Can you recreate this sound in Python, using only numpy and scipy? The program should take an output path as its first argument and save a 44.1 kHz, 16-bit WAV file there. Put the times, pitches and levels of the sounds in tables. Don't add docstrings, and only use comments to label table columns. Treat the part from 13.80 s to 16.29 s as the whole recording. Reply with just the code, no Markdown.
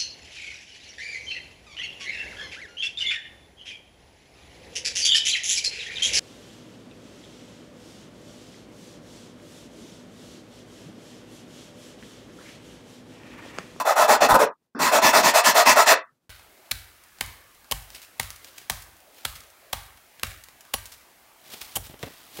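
import sys
import numpy as np
from scipy import signal
from scipy.fft import rfft, irfft, next_fast_len
from scipy.io import wavfile
from scipy.ndimage import uniform_filter1d, minimum_filter1d, map_coordinates

SR = 44100
rng = np.random.default_rng(int(sys.argv[2]) if len(sys.argv) > 2 else 0)


def volts_from_db(level):
    exponent = np.asarray(level, float) / 20
    return 10 ** exponent


def put_to_file(sound):
    columns = np.atleast_2d(sound).T
    safe = np.clip(columns, -1, 1)
    whole_steps = np.round(safe * 32767)
    wavfile.write(sys.argv[1], SR, whole_steps.astype(np.int16))


N = 109985
TIME = np.arange(N) / SR

# start in seconds, length in seconds, level in dB,
# crumb hiss in dB against the scrape, biscuit resonance in Hz.
STROKES = [(-.06, 0.092, -19, -2.5, 993.7), (.048, 0.1, -21, 1, 840), (.155, 0.12, -16, -0.5, 680),
           (.275, 0.098, -15, 2.5, 900), (.404, 0.073, -17, 6.5, 800), (.485, 0.066, -14, -4, 820),
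           (.54, 0.03, -9.5, -10, 600), (.588, 0.071, -15, -2.5, 469), (.988, 0.13, -21, 7, 990),
           (1.112, 0.096, -15.5, 2.5, 680), (1.215, 0.11, -18.5, 9.5, 990), (1.325, 0.1, -15, 5.5, 680),
           (1.425, .1, -19.5, 10.5, 990), (1.535, 0.087, -15.5, 6, 680), (1.635, 0.098, -19, 11, 990),
           (1.742, 0.1, -14.5, 5.5, 682), (1.853, 0.09329, -16.5, 10, 990), (1.955, 0.094, -14, 3, 680),
           (2.058, 0.092, -17.5, 11, 726), (2.108, .04, -17.5, -17, 544)]
# frequency in Hz, width in Hz, level in dB.
BLADE_MODES = [(537, 40, -3.5), (613, 110, 4.5), (704, 15, -3), (907, 63, -4.5), (990, 72, -2),
               (1191, 11, -3), (1318, 40, 2.5), (1296, 45, -13)]
# frequency in Hz, width in Hz, level in dB.
UPPER_MODES = [(1750, 140, -8.5), (1991.8, 80, -10.5), (2604, 85, -7.5), (3535.1, 71, -14),
               (4190, 74, -12.5), (5680, 96, -16.5), (7130, 100, -17.5)]
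# frequency in Hz, level in dB.
SCRAPE_COLOUR = [(110, -91), (250, -37), (400, -19), (600, -4.5), (1000, -0.5), (1450, -2.5), (2300, -25)]
# frequency in Hz, level in dB.
HISS_COLOUR = [(800, -58.5), (1900, -9.5), (2900, -20), (5000, -17), (7200, -18), (10500, -26),
               (13500, -25.5), (15800, -25.5)]
# frequency in Hz, width in Hz, level in dB.
COUNTER_MODES = [(40, 23, -17), (150, 18, 0), (240, 45, 4), (390, 84, 4)]
# time in seconds, level in dB.
GRIP = [(0, 0.5), (.1, -25.5), (.3, 0), (.52, 6.5), (0.682, -11.5), (1.001, 6.5), (1.198, 4), (1.35, 0.5),
        (1.47, 8), (1.602, -17.5), (1.68, 2.5), (1.799, -17), (1.879, 4.5), (2.048, -9), (2.13, -11)]
# frequency in Hz, width in Hz, half its level in dB.
LANDING_MODES = [(300, 180, 0.5), (1453, 410, -3.5), (2650, 130, -13.5), (3460, 200, -15.5),
                 (5500, 1800, -14.5)]
# start in seconds, level in dB, pitch in Hz, decay in cycles squared.
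KNOCKS = [
    (0.396, -51, 45, .9),
    (.518, -31, 45, .9),
    (0.524, -27, 120.6, 1),
    (0.529, -39, 220, 1.5),
    (2.315, -69.5, 145, 8),
]
# frequency in Hz, time to fall 60 dB in seconds.
ROOM_DECAY = [(150, .2), (600, .22), (1200, 0.27512), (4000, 0.2), (12000, 0.05)]
# frequency in Hz, threshold in dB.
GATE_THRESHOLD = [(150, -98.5), (500, -60), (1000, -70), (1700, -77), (2500, -69), (5000, -75.5),
                  (12000, -80.5)]
# time in seconds, lift in dB.
GATE_LIFT = [(.62, -11), (.7, 2.5), (.76, 16), (.8, 31), (.85, 0), (2.19, -12), (2.24, 6), (2.3, -1)]
# frequency in Hz, level in dB.
FLOOR_COLOUR = [(18, -49), (30, -19), (140, -4), (202, -8), (243, 1), (284, -10), (324, -5), (1970, -21),
                (15600, -28)]

SCRAPE_LEAN, HISS_LEAN, ROUNDNESS = 0.69, 0.88, 0.8628
HISS_GROWTH = 1.4
GRAINS_PER_S, GRAIN_SPREAD_DB, CLUMP_DB, CLUMPS_PER_S = 5000, 3.5, -1, 78
FINE_DUST, HISS_PATCH_DB, SCRAPE_PATCH_DB = 0.6, 1.8, 1.5
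BISCUIT_WIDTH_HZ, BISCUIT_DB = 220, 4
CONTACT_DB = 2.2
LIFTED_FROM_S, LIFTED_TO_S, LIFTED_DB = 0.78, 0.7, -17
HANDLE_HZ, HANDLE_WIDTH_HZ, HANDLE_DB = 490, 55, 0
LOOSE_FROM_S, LOOSE_TO_S, FIRM_DB = 0.25, 0.7, -20
COUNTER_DB, PUSH_DB, COUNTER_SWING_DB = -24, 3, 2
TURN_HZ, TURN_FROM_S, TURN_TO_S, TURN_DB = 8000, 0.4, 0.72, -10.5
LANDING_S, LANDING_LENGTH_S, LANDING_DB = 0.948, 0.05, -33.5
ROOM_DB, FLOOR_DB = -10.5, -80
GATE_STEEPNESS, GATE_S, REOPEN_S = 1.6, 0.02, 0.948
LIMIT, TOP_HZ, EDGE_HZ = 0.85, 15900, 300


def rasp():
    scrape_drive, hiss_drive, push_drive = strokes()
    scrape = filtered(scrape_drive * crumbs(), lambda f: volts_from_db(along(SCRAPE_COLOUR, f)))
    near = patchy(ringing() + scrape, SCRAPE_PATCH_DB) + crumb_hiss(hiss_drive)
    return volts_from_db(11.5) * near + volts_from_db(24) * counter(push_drive)


def strokes():
    scrape, hiss, push = np.zeros(N), np.zeros(N), np.zeros(N)
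    for k, (start, length, db, hiss_db, _) in enumerate(STROKES):
        v = speed(start, length, SCRAPE_LEAN)
        scrape += volts_from_db(db) * v
        hiss += volts_from_db(db + hiss_db) * speed(start, length, HISS_LEAN) ** HISS_GROWTH
        push += volts_from_db(db + PUSH_DB * (-1) ** k) * v
    return scrape, hiss, push


def speed(start, length, lean):
    u = np.clip((TIME - start) / length, 0, 1)
    return np.abs(np.sin(np.pi * u ** lean)) ** ROUNDNESS


def crumbs():
    hit = rng.random(N) < GRAINS_PER_S / SR
    size = volts_from_db(GRAIN_SPREAD_DB * rng.standard_normal(N))
    sign = np.sign(rng.standard_normal(N))
    return unit(hit * size * sign * volts_from_db(CLUMP_DB * wobble(CLUMPS_PER_S)))


def ringing():
    ring, grains = np.zeros(N), crumbs()
    contact_db = CONTACT_DB * rng.standard_normal((len(STROKES), len(BLADE_MODES + UPPER_MODES)))
    for k, (start, length, db, hiss_db, biscuit_hz) in enumerate(STROKES):
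        damped_db = LIFTED_DB * (LIFTED_FROM_S < start < LIFTED_TO_S)
        firm_db = FIRM_DB * (not LOOSE_FROM_S < start < LOOSE_TO_S)
        steel = BLADE_MODES + [(hz, width, level + hiss_db + damped_db) for hz, width, level in UPPER_MODES]
        blade = modes([(hz, width, level + d) for (hz, width, level), d in zip(steel, contact_db[k])])
        handle = modes([(HANDLE_HZ, HANDLE_WIDTH_HZ, HANDLE_DB + firm_db)])
        biscuit = modes([(biscuit_hz, BISCUIT_WIDTH_HZ, BISCUIT_DB)])

        def response(f):
            low_cut = f ** 4 / (f ** 4 + 300 ** 4)
            return (blade(f) - handle(f)) * low_cut + biscuit(f) ** 2

        span = slice(max(round(start * SR), 0), round((start + length) * SR) + SR // 20)
        strike = volts_from_db(db) * speed(start, length, SCRAPE_LEAN) * grains
        ring[span] += filtered(strike[span], response)
    return ring


def crumb_hiss(drive):
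    dust = unit(crumbs() + FINE_DUST * 2 * rng.standard_normal(N))
    hiss = filtered(drive * patchy(dust, HISS_PATCH_DB), lambda f: volts_from_db(along(HISS_COLOUR, f)))
    finest = filtered(hiss, lambda f: 1 / (1 + (TURN_HZ / (f + 1)) ** 4))
    turn_times = [TURN_FROM_S - 0.01, TURN_FROM_S, TURN_TO_S, TURN_TO_S + 0.01]
    turned = np.interp(TIME, turn_times, [0, 1, 1, 0])
    return hiss - turned * (1 - volts_from_db(TURN_DB)) * finest


def counter(push):
    grip_db = np.interp(TIME, *np.transpose(GRIP)) + COUNTER_SWING_DB * wobble(12)
    drive = push * volts_from_db(COUNTER_DB + grip_db) * crumbs()
    return filtered(drive, lambda f: modes(COUNTER_MODES)(f) / (1 + (f / 450) ** 4))


def landing():
    t = TIME - LANDING_S
    shape = np.clip(t / 0.00089, 0, 1) * np.clip((LANDING_LENGTH_S - t) / 0.015, 0, 1)
    slide = filtered(rng.standard_normal(N), lambda f: modes(LANDING_MODES)(f) ** 2 / (1 + (f / 6500) ** 6))
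    return volts_from_db(LANDING_DB) * shape * unit(slide)


def knocks():
    total = np.zeros(N)
    for start, db, hz, decay in KNOCKS:
        cycle = np.clip((TIME - start) * hz, 0, None)
        swell = cycle * np.exp(-cycle ** 2 / decay) * 3 / np.sqrt(decay)
        total += volts_from_db(db) * np.sin(2 * np.pi * cycle) * swell
    return total


def room(x):
    hz, t, z = signal.stft(rng.standard_normal(SR // 2), SR, nperseg=256)
    decay = volts_from_db(-60 * t / along(ROOM_DECAY, hz)[:, None])
    tail = signal.istft(z * decay, SR, nperseg=256)[1]
    late = np.pad(x, (200, 0))
    return signal.fftconvolve(late, tail / np.linalg.norm(tail))[:N]


def noise_suppression(x):
    hz, t, z = signal.stft(x, SR, nperseg=512, noverlap=448)
    power = uniform_filter1d(np.abs(z) ** 2, size=3, axis=0)
    power = np.abs(uniform_filter1d(power, size=max(round(GATE_S * SR / 64), 1), axis=1))
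    threshold_db = along(GATE_THRESHOLD, hz)[:, None] + np.interp(t, *np.transpose(GATE_LIFT))
    gain = (power / (power + volts_from_db(threshold_db) ** 2)) ** GATE_STEEPNESS
    clean = signal.istft(z * gain, SR, nperseg=512, noverlap=448)[1][:N]
    shut_centre = REOPEN_S - 0.05
    return clean * np.clip(np.abs(TIME - shut_centre) / 0.001 - 50, 0, 1)


def limited(x):
    need = minimum_filter1d(np.minimum(1, LIMIT / (np.abs(x) + 1e-9)), size=201)
    return x * uniform_filter1d(need, size=101)


def microphone_floor():
    noise = filtered(rng.standard_normal(N), lambda f: volts_from_db(along(FLOOR_COLOUR, f)))
    return volts_from_db(FLOOR_DB + 2.5 * wobble(25)) * unit(noise)


def unit(x):
    return x / np.sqrt(np.mean(x ** 2) + 1e-20)


def along(points, hz):
    f, v = np.transpose(points)
    return np.interp(np.log(hz + 1), np.log(f + 1), v)


def wobble(rate):
    return map_coordinates(rng.standard_normal(int(N * rate / SR) + 4), [np.arange(N) * rate / SR])


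def filtered(x, response):
    m = next_fast_len(len(x) + SR // 2)
    return irfft(rfft(x, m) * response(np.fft.rfftfreq(m, 1 / SR)), m)[:len(x)]


def modes(table):
    def response(f):
        total = 0
        for k, (hz, width, db) in enumerate(table):
            damping = 1j * f * width
            total = total + (-1) ** k * volts_from_db(db) * damping / (hz * hz - f * f + damping)
        return total
    return response


def patchy(x, depth_db):
    z = signal.stft(x, nperseg=256)[2]
    field = uniform_filter1d(rng.standard_normal(z.shape), size=5, axis=0)
    field = uniform_filter1d(field, size=14, axis=1)
    return signal.istft(z * volts_from_db(depth_db * unit(field)), nperseg=256)[1][:N]


def scene():
    near = rasp() + landing()
    return (near + volts_from_db(ROOM_DB) * room(near) + knocks())[None]


def low_pass(x):
    return signal.sosfilt(signal.butter(12, 15710, fs=SR, output="sos"), x)


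def record(dry):
    voice = limited(noise_suppression(dry[0]))
    mix = filtered(voice + microphone_floor(), lambda f: np.clip((TOP_HZ - f) / EDGE_HZ, 0, 1))
    return low_pass(mix[None])


dry = scene()
out = record(dry)
put_to_file(out)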